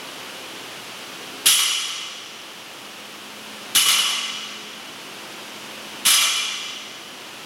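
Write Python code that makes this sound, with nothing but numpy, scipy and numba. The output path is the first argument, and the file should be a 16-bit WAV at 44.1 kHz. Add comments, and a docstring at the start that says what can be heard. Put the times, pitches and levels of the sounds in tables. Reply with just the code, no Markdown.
"""A barbell set down in a gym

A loaded barbell lands three times on a rubber-topped platform in a hard-walled gym. Each time the rubber
thuds, the loose iron plates clatter against each other and the bar's ends, and the steel bar rings.
Air vents hiss and hum throughout. An automatic volume control dips at each clank and creeps back up."""
import sys
import numpy as np
from scipy import signal
from scipy.fft import rfft, irfft, next_fast_len
from scipy.io import wavfile
from numba import njit

SR = 44100
rng = np.random.default_rng(int(sys.argv[2]) if len(sys.argv) > 2 else 0)


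def write(x):
    x = np.atleast_2d(x).T
    wavfile.write(sys.argv[1], SR, np.round(np.clip(x, -1, 1) * 32767).astype(np.int16))


N = 328924

# A spectrum says how strong each pitch is next to the others. A fade time is the time to drop 60 dB.
# Air rushing from the vents: pitch_hz, level_db
AIR_SPECTRUM = [(25, -45), (55, -34), (110, -12), (200, -7.5), (400, -7), (700, -6.5), (1200, -5.5),
                (2000, -8.5), (3000, -3.5), (3900, -10.5), (5800, -13.5), (8000, -20), (11000, -20),
                (15500, -34)]
# Fan tones, which mostly waver below the listed level: pitch_hz, level_db, waver_db
FAN_TONES = [(122, -63.5, 4.5), (262.5, -50.5, 3), (330.5, -54, 1), (372.3, -54.5, 2.5),
             (423.5, -51.5, 8.5), (524, -55, 2.5)]
# The building's dull background noise: pitch_hz, level_db
BUILDING_SPECTRUM = [(80, -22.5), (200, -5.5), (330, 2.5), (500, 1), (900, -13), (2000, -18)]
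# The bar lands and its plates clatter: start_s, level_db, change_db_per_hit, brightness_db_per_octave
BAR_LANDINGS = [(1.457, -6.5, -1, 1.3), (3.749, -10, -4.5, 1), (6.051, -9.5, 0.7, 0.2)]
# The bar rocks and the plates knock again: start_s, level_db
LATER_KNOCKS = [(1.588, -8.5), (1.875, -25), (3.858, -13.5), (3.884, -7), (3.903, -12), (3.982, -15.5),
                (4.09, -21.5), (6.135, -8), (6.211, -11), (6.364, -23.5), (6.612, -36.5)]
# The notes of bar and plates, which sit differently at each landing:
# pitch_hz, base_fade_s, first_landing_db, second_landing_db, third_landing_db
METAL_NOTES = [(1150.0, 1.5, -21.0, -17.0, -18.0), (1315.0, 1.8, -21.0, -16.0, -21.0),
               (2062.0, 1.82, -19.0, -13.0, -20.0), (2373.0, 1.83, -13.0, -12.0, -5.0),
               (2762.0, 1.84, -16.0, -16.0, -13.0), (2940.0, 2.0, -7.0, -3.0, -7.0),
               (3010.0, 1.85, -6.0, -6.0, -9.0), (3295.0, 1.97, -1.0, -5.0, -3.0),
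               (3450.0, 1.8, -10.0, -11.0, -8.0), (3815.0, 1.75, -13.0, -13.0, -9.0),
               (4190.0, 1.71, -19.0, -14.0, -17.0), (4585.0, 1.67, -12.0, -14.0, -17.0),
               (4959.0, 1.62, -13.0, -14.0, -7.0), (5168.0, 1.6, -18.0, -19.0, -13.0),
               (5388.0, 1.57, -14.0, -11.0, -11.0), (5828.0, 2.1, -2.0, -9.0, -8.0),
               (6285.0, 1.46, -11.0, -8.0, -6.0), (6745.0, 1.4, -14.0, -13.0, -13.0),
               (7176.0, 1.34, -11.0, -14.0, -8.0), (7655.0, 1.28, -15.0, -18.0, -15.0),
               (8138.0, 1.21, -13.0, -14.0, -9.0), (8652.0, 1.14, -8.0, -10.0, -8.0),
               (9157.0, 1.07, -13.0, -14.0, -13.0), (9690.0, 1.0, -11.0, -16.0, -10.0),
               (10560.0, 0.82, -2.0, -7.0, -6.0), (11280.0, 0.83, -16.0, -14.0, -13.0),
               (12330.0, 0.77, -14.0, -15.0, -12.0), (13490.0, 0.69, -15.0, -19.0, -17.0),
               (14070.0, 0.66, -21.0, -14.0, -20.0), (15240.0, 0.6, -18.0, -22.0, -22.0)]
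# The clang, a crowd of weaker plate notes blurred by the room: pitch_hz, level_db
CLANG_SPECTRUM = [(200, -31), (900, -12), (1220, -6), (1650, -10), (2400, -4), (2700, -4.5), (3000, 2.5),
                  (3550, -6), (4100, -8), (6500, -7.5), (9700, -14), (10600, 0), (12200, -13.5),
                  (15000, -19)]
# How long the clang lasts: pitch_hz, fade_s
CLANG_FADES = [(400, 0.83), (1200, 1.7), (3000, 1.86), (6000, 1.68), (10500, 0.93), (15000, 0.38)]
# The brief crack of iron meeting iron: pitch_hz, level_db
CRACK_SPECTRUM = [(300, -22), (900, -10), (1600, 1), (2400, -1), (3600, 9.5), (4400, 0), (7000, -4.5),
                  (9500, 0), (11000, 3), (13000, -5), (15500, -27)]
# The plates' rims meet the platform: start_s, level_db
THUD_HITS = [(1.458, -15), (3.751, -18), (3.858, -22), (6.054, -22.5)]
# The platform's dull thud: pitch_hz, level_db
THUD_SPECTRUM = [(30, -25), (80, -10), (160, -2), (250, 1.5), (500, -6.5), (900, -14), (2000, -10)]


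def gain(db):
    """Turn decibels into a number to multiply a sound by."""
    return 10 ** (np.asarray(db) / 20)


def normalize(x):
    """Scale a signal so its average strength (rms) is 1."""
    return x / np.sqrt(np.mean(x ** 2))


def look_up(table, hz):
    """Read between a table's rows, with pitch counted in octaves."""
    pitches, values = np.transpose(table)
    return np.interp(np.log(np.maximum(hz, 1)), np.log(pitches), values)


def noise(spectrum, size):
    """Noise of strength 1 with the given spectrum."""
    hz = np.arange(size // 2 + 1) * SR / size
    return normalize(irfft(rfft(rng.standard_normal(size)) * gain(look_up(spectrum, hz)), size))


def wander(turns_per_s):
    """A slow random curve of strength 1."""
    turns = np.arange(N) / SR * turns_per_s
    return normalize(np.interp(turns, np.arange(512), rng.standard_normal(512)))


def tone(hz, drift_hz=1.0):
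    """A slightly unsteady pure tone of strength 1."""
    return np.sqrt(2) * np.sin(2 * np.pi * np.cumsum(hz + drift_hz * wander(9)) / SR)


def ventilation(air_db=-35.5, swell_db=0.25):
    """Air rushes steadily from the vents while fan tones waver in the room."""
    air = gain(air_db + swell_db * wander(2.13)) * noise(AIR_SPECTRUM, next_fast_len(N))[:N]
    fans = sum(gain(db + waver_db * (wander(4.5) - 1.5)) * tone(hz) for hz, db, waver_db in FAN_TONES)
    return air + fans


def building_noise(level_db=-48, swell_db=0.5):
    """The building's dull noise swells slowly under the hiss."""
    return gain(level_db - swell_db * wander(1.39)) * noise(BUILDING_SPECTRUM, next_fast_len(N))[:N]


def hum(pitch_hz=212, full_db=-48, full_at_s=3.5, rise_db_per_s=8, fall_db_per_s=1.7, waver_db=1.5):
    """One more low hum grows, then sinks slowly, wavering all along."""
    since_full_s = np.arange(N) / SR - full_at_s
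    db = full_db + np.minimum(rise_db_per_s * since_full_s, -fall_db_per_s * since_full_s)
    return gain(db + waver_db * wander(3.01)) * tone(pitch_hz)


def plate_hits(per_landing=4, first_gap_s=0.008, gap_growth=1.7, graze_db=-5, dulling=0.26, hard_db=-1.5):
    """Every hit of iron on iron, as rows of start_s, level_db, brightness_db_per_octave."""
    # The plates hit one after another, ever further apart; the first only grazes.
    clatter = [(s + first_gap_s * k ** gap_growth, db + change_db * (k - 1) + graze_db * (k == 0), bright)
               for s, db, change_db, bright in BAR_LANDINGS for k in range(per_landing)]
    knocks = [(s, db, dulling * (db - hard_db)) for s, db in LATER_KNOCKS]  # softer knocks are duller
    return np.array(clatter + knocks)


def hit_strengths(hz, pivot_hz=3500):
    """How strong each hit is at each pitch: bright hits favour the high ones."""
    _, db, brightness = plate_hits().T
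    return gain(db[:, None] + brightness[:, None] * np.log2(hz / pivot_hz))


def metal_rings(t, copies=4, spread_hz=9, spread_share=0.00207, fade_speedup=1.19):
    """One ring per hit. Each note is a cluster of close pitches, since the plates are nearly alike."""
    hz, base_fade_s, *landing_db = np.repeat(np.array(METAL_NOTES, float), copies, axis=0).T
    offsets = np.tile(np.linspace(-1, 1, copies), len(METAL_NOTES)) + .3 * rng.standard_normal(len(hz))
    cluster_hz = hz + (spread_hz + spread_share * hz) * offsets
    angle = np.outer(np.float32(2 * np.pi * cluster_hz), np.float32(t))
    fade = np.exp(np.outer(np.float32(-np.log(1000) * fade_speedup / base_fade_s), np.float32(t)))
    landing_of_hit = np.searchsorted(np.array(BAR_LANDINGS)[:, 0], plate_hits()[:, 0], side="right") - 1
    strength = hit_strengths(hz) * gain(landing_db)[landing_of_hit] / np.sqrt(copies)
    phase = rng.uniform(0, 2 * np.pi, strength.shape)  # each wave starts at a random point in its swing
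    sines = np.float32(strength * np.cos(phase)) @ (fade * np.sin(angle))
    cosines = np.float32(strength * np.sin(phase)) @ (fade * np.cos(angle))
    return sines + cosines


def plate_clangs(t, bands=12, width_hz=35, width_share=0.01, boost_db=8):
    """One noisy wash per hit, crowding round the main notes; the highest pitches die first."""
    size = 2 ** 17
    hz = np.arange(size // 2 + 1) * SR / size
    to_note_hz = np.min([np.abs(hz - note[0]) for note in METAL_NOTES], axis=0)
    closeness = 1 / (1 + (to_note_hz / (width_hz + width_share * hz)) ** 2)
    wash = rfft(noise(CLANG_SPECTRUM, size)) * gain(boost_db * (closeness - .5))
    centres_hz = np.geomspace(400, 15000, bands)
    octaves = np.log2(np.maximum(hz, 1))
    starts = rng.integers(0, size, len(plate_hits()))  # each hit gets its own stretch of the noise
    clangs = np.zeros((len(starts), len(t)), np.float32)
    for centre_hz, this_band, strengths in zip(centres_hz, np.eye(bands), hit_strengths(centres_hz).T):
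        band_shape = np.interp(octaves, np.log2(centres_hz), this_band)
        band = np.float32(np.tile(irfft(wash * band_shape), 2))
        fade = np.float32(np.exp(-np.log(1000) * t / look_up(CLANG_FADES, centre_hz)))
        for clang, start, strength in zip(clangs, starts, strengths):
            clang += float(strength) * fade * band[start:start + len(t)]
    return clangs


def add(track, start_s, sound):
    """Mix a sound into the track at the given time."""
    start = int(start_s * SR)
    track[start:start + len(sound)] += sound[:N - start]


def barbell(ring_db=-13, clang_db=-8, crack_db=-5, crack_s=0.034, rise_s=0.0015, length_s=1.5):
    """Every hit cracks, then rings on in the metal and the room."""
    t, track = np.arange(int(length_s * SR)) / SR, np.zeros(N)
    rise = 1 - np.exp(-t / rise_s)
    for (start_s, db, _), ring, clang in zip(plate_hits(), metal_rings(t), plate_clangs(t)):
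        crack = gain(db) * np.exp(-t / crack_s) * noise(CRACK_SPECTRUM, len(t))
        clank = gain(ring_db) * ring + gain(clang_db) * clang + gain(crack_db) * crack
        add(track, start_s, rise * clank)
    bass_cut = signal.butter(2, 250, "high", fs=SR, output="sos")  # plates this small give off no bass
    return signal.sosfilt(bass_cut, track)


def platform(thud_fade_s=0.086, room_fade_s=1.0, room_db=-15, squash_s=0.0064):
    """The rubber gives under the weight with a short, dull thud that lingers in the room."""
    t, track = np.arange(SR) / SR, np.zeros(N)
    rise = 1 - np.exp(-t / squash_s)
    fade = np.exp(-np.log(1000) * t / thud_fade_s)
    echo = gain(room_db) * np.exp(-np.log(1000) * t / room_fade_s)
    for start_s, db in THUD_HITS:
        add(track, start_s, gain(db) * rise * (fade + echo) * noise(THUD_SPECTRUM, len(t)))
    return track


def scene():
    """All the sounds together, the same on the left and the right."""
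    mix = barbell() + platform() + ventilation() + hum() + building_noise()
    return np.tile(mix, (2, 1))


@njit
def loudness_follower(x, rise_share, fall_share):
    """Track a level, moving a share of the way towards it at each sample."""
    levels, level = np.empty(len(x)), 0.
    for i in range(len(x)):
        level += (x[i] - level) * (rise_share if x[i] > level else fall_share)
        levels[i] = level
    return levels


def record(dry, limit_db=-9, react_s=0.0031, recover_s=1.98, ahead_s=0.0012, top_hz=15850):
    """The volume control holds clanks down and recovers slowly; peaks are rounded, the top treble cut."""
    level = loudness_follower(np.abs(dry[0]), 1 / (react_s * SR), 1 / (recover_s * SR))
    level_ahead = np.interp(np.arange(N) + ahead_s * SR, np.arange(N), level)
    held = dry / (1 + (level_ahead / gain(limit_db)) ** 4) ** (1 / 4)
    rounded = held / (1 + (held / .72) ** 6) ** (1 / 6)
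    treble_cut = signal.ellip(10, .2, 80, top_hz, fs=SR, output="sos")
    return signal.sosfilt(treble_cut, rounded)


dry = scene()
out = record(dry)
write(out)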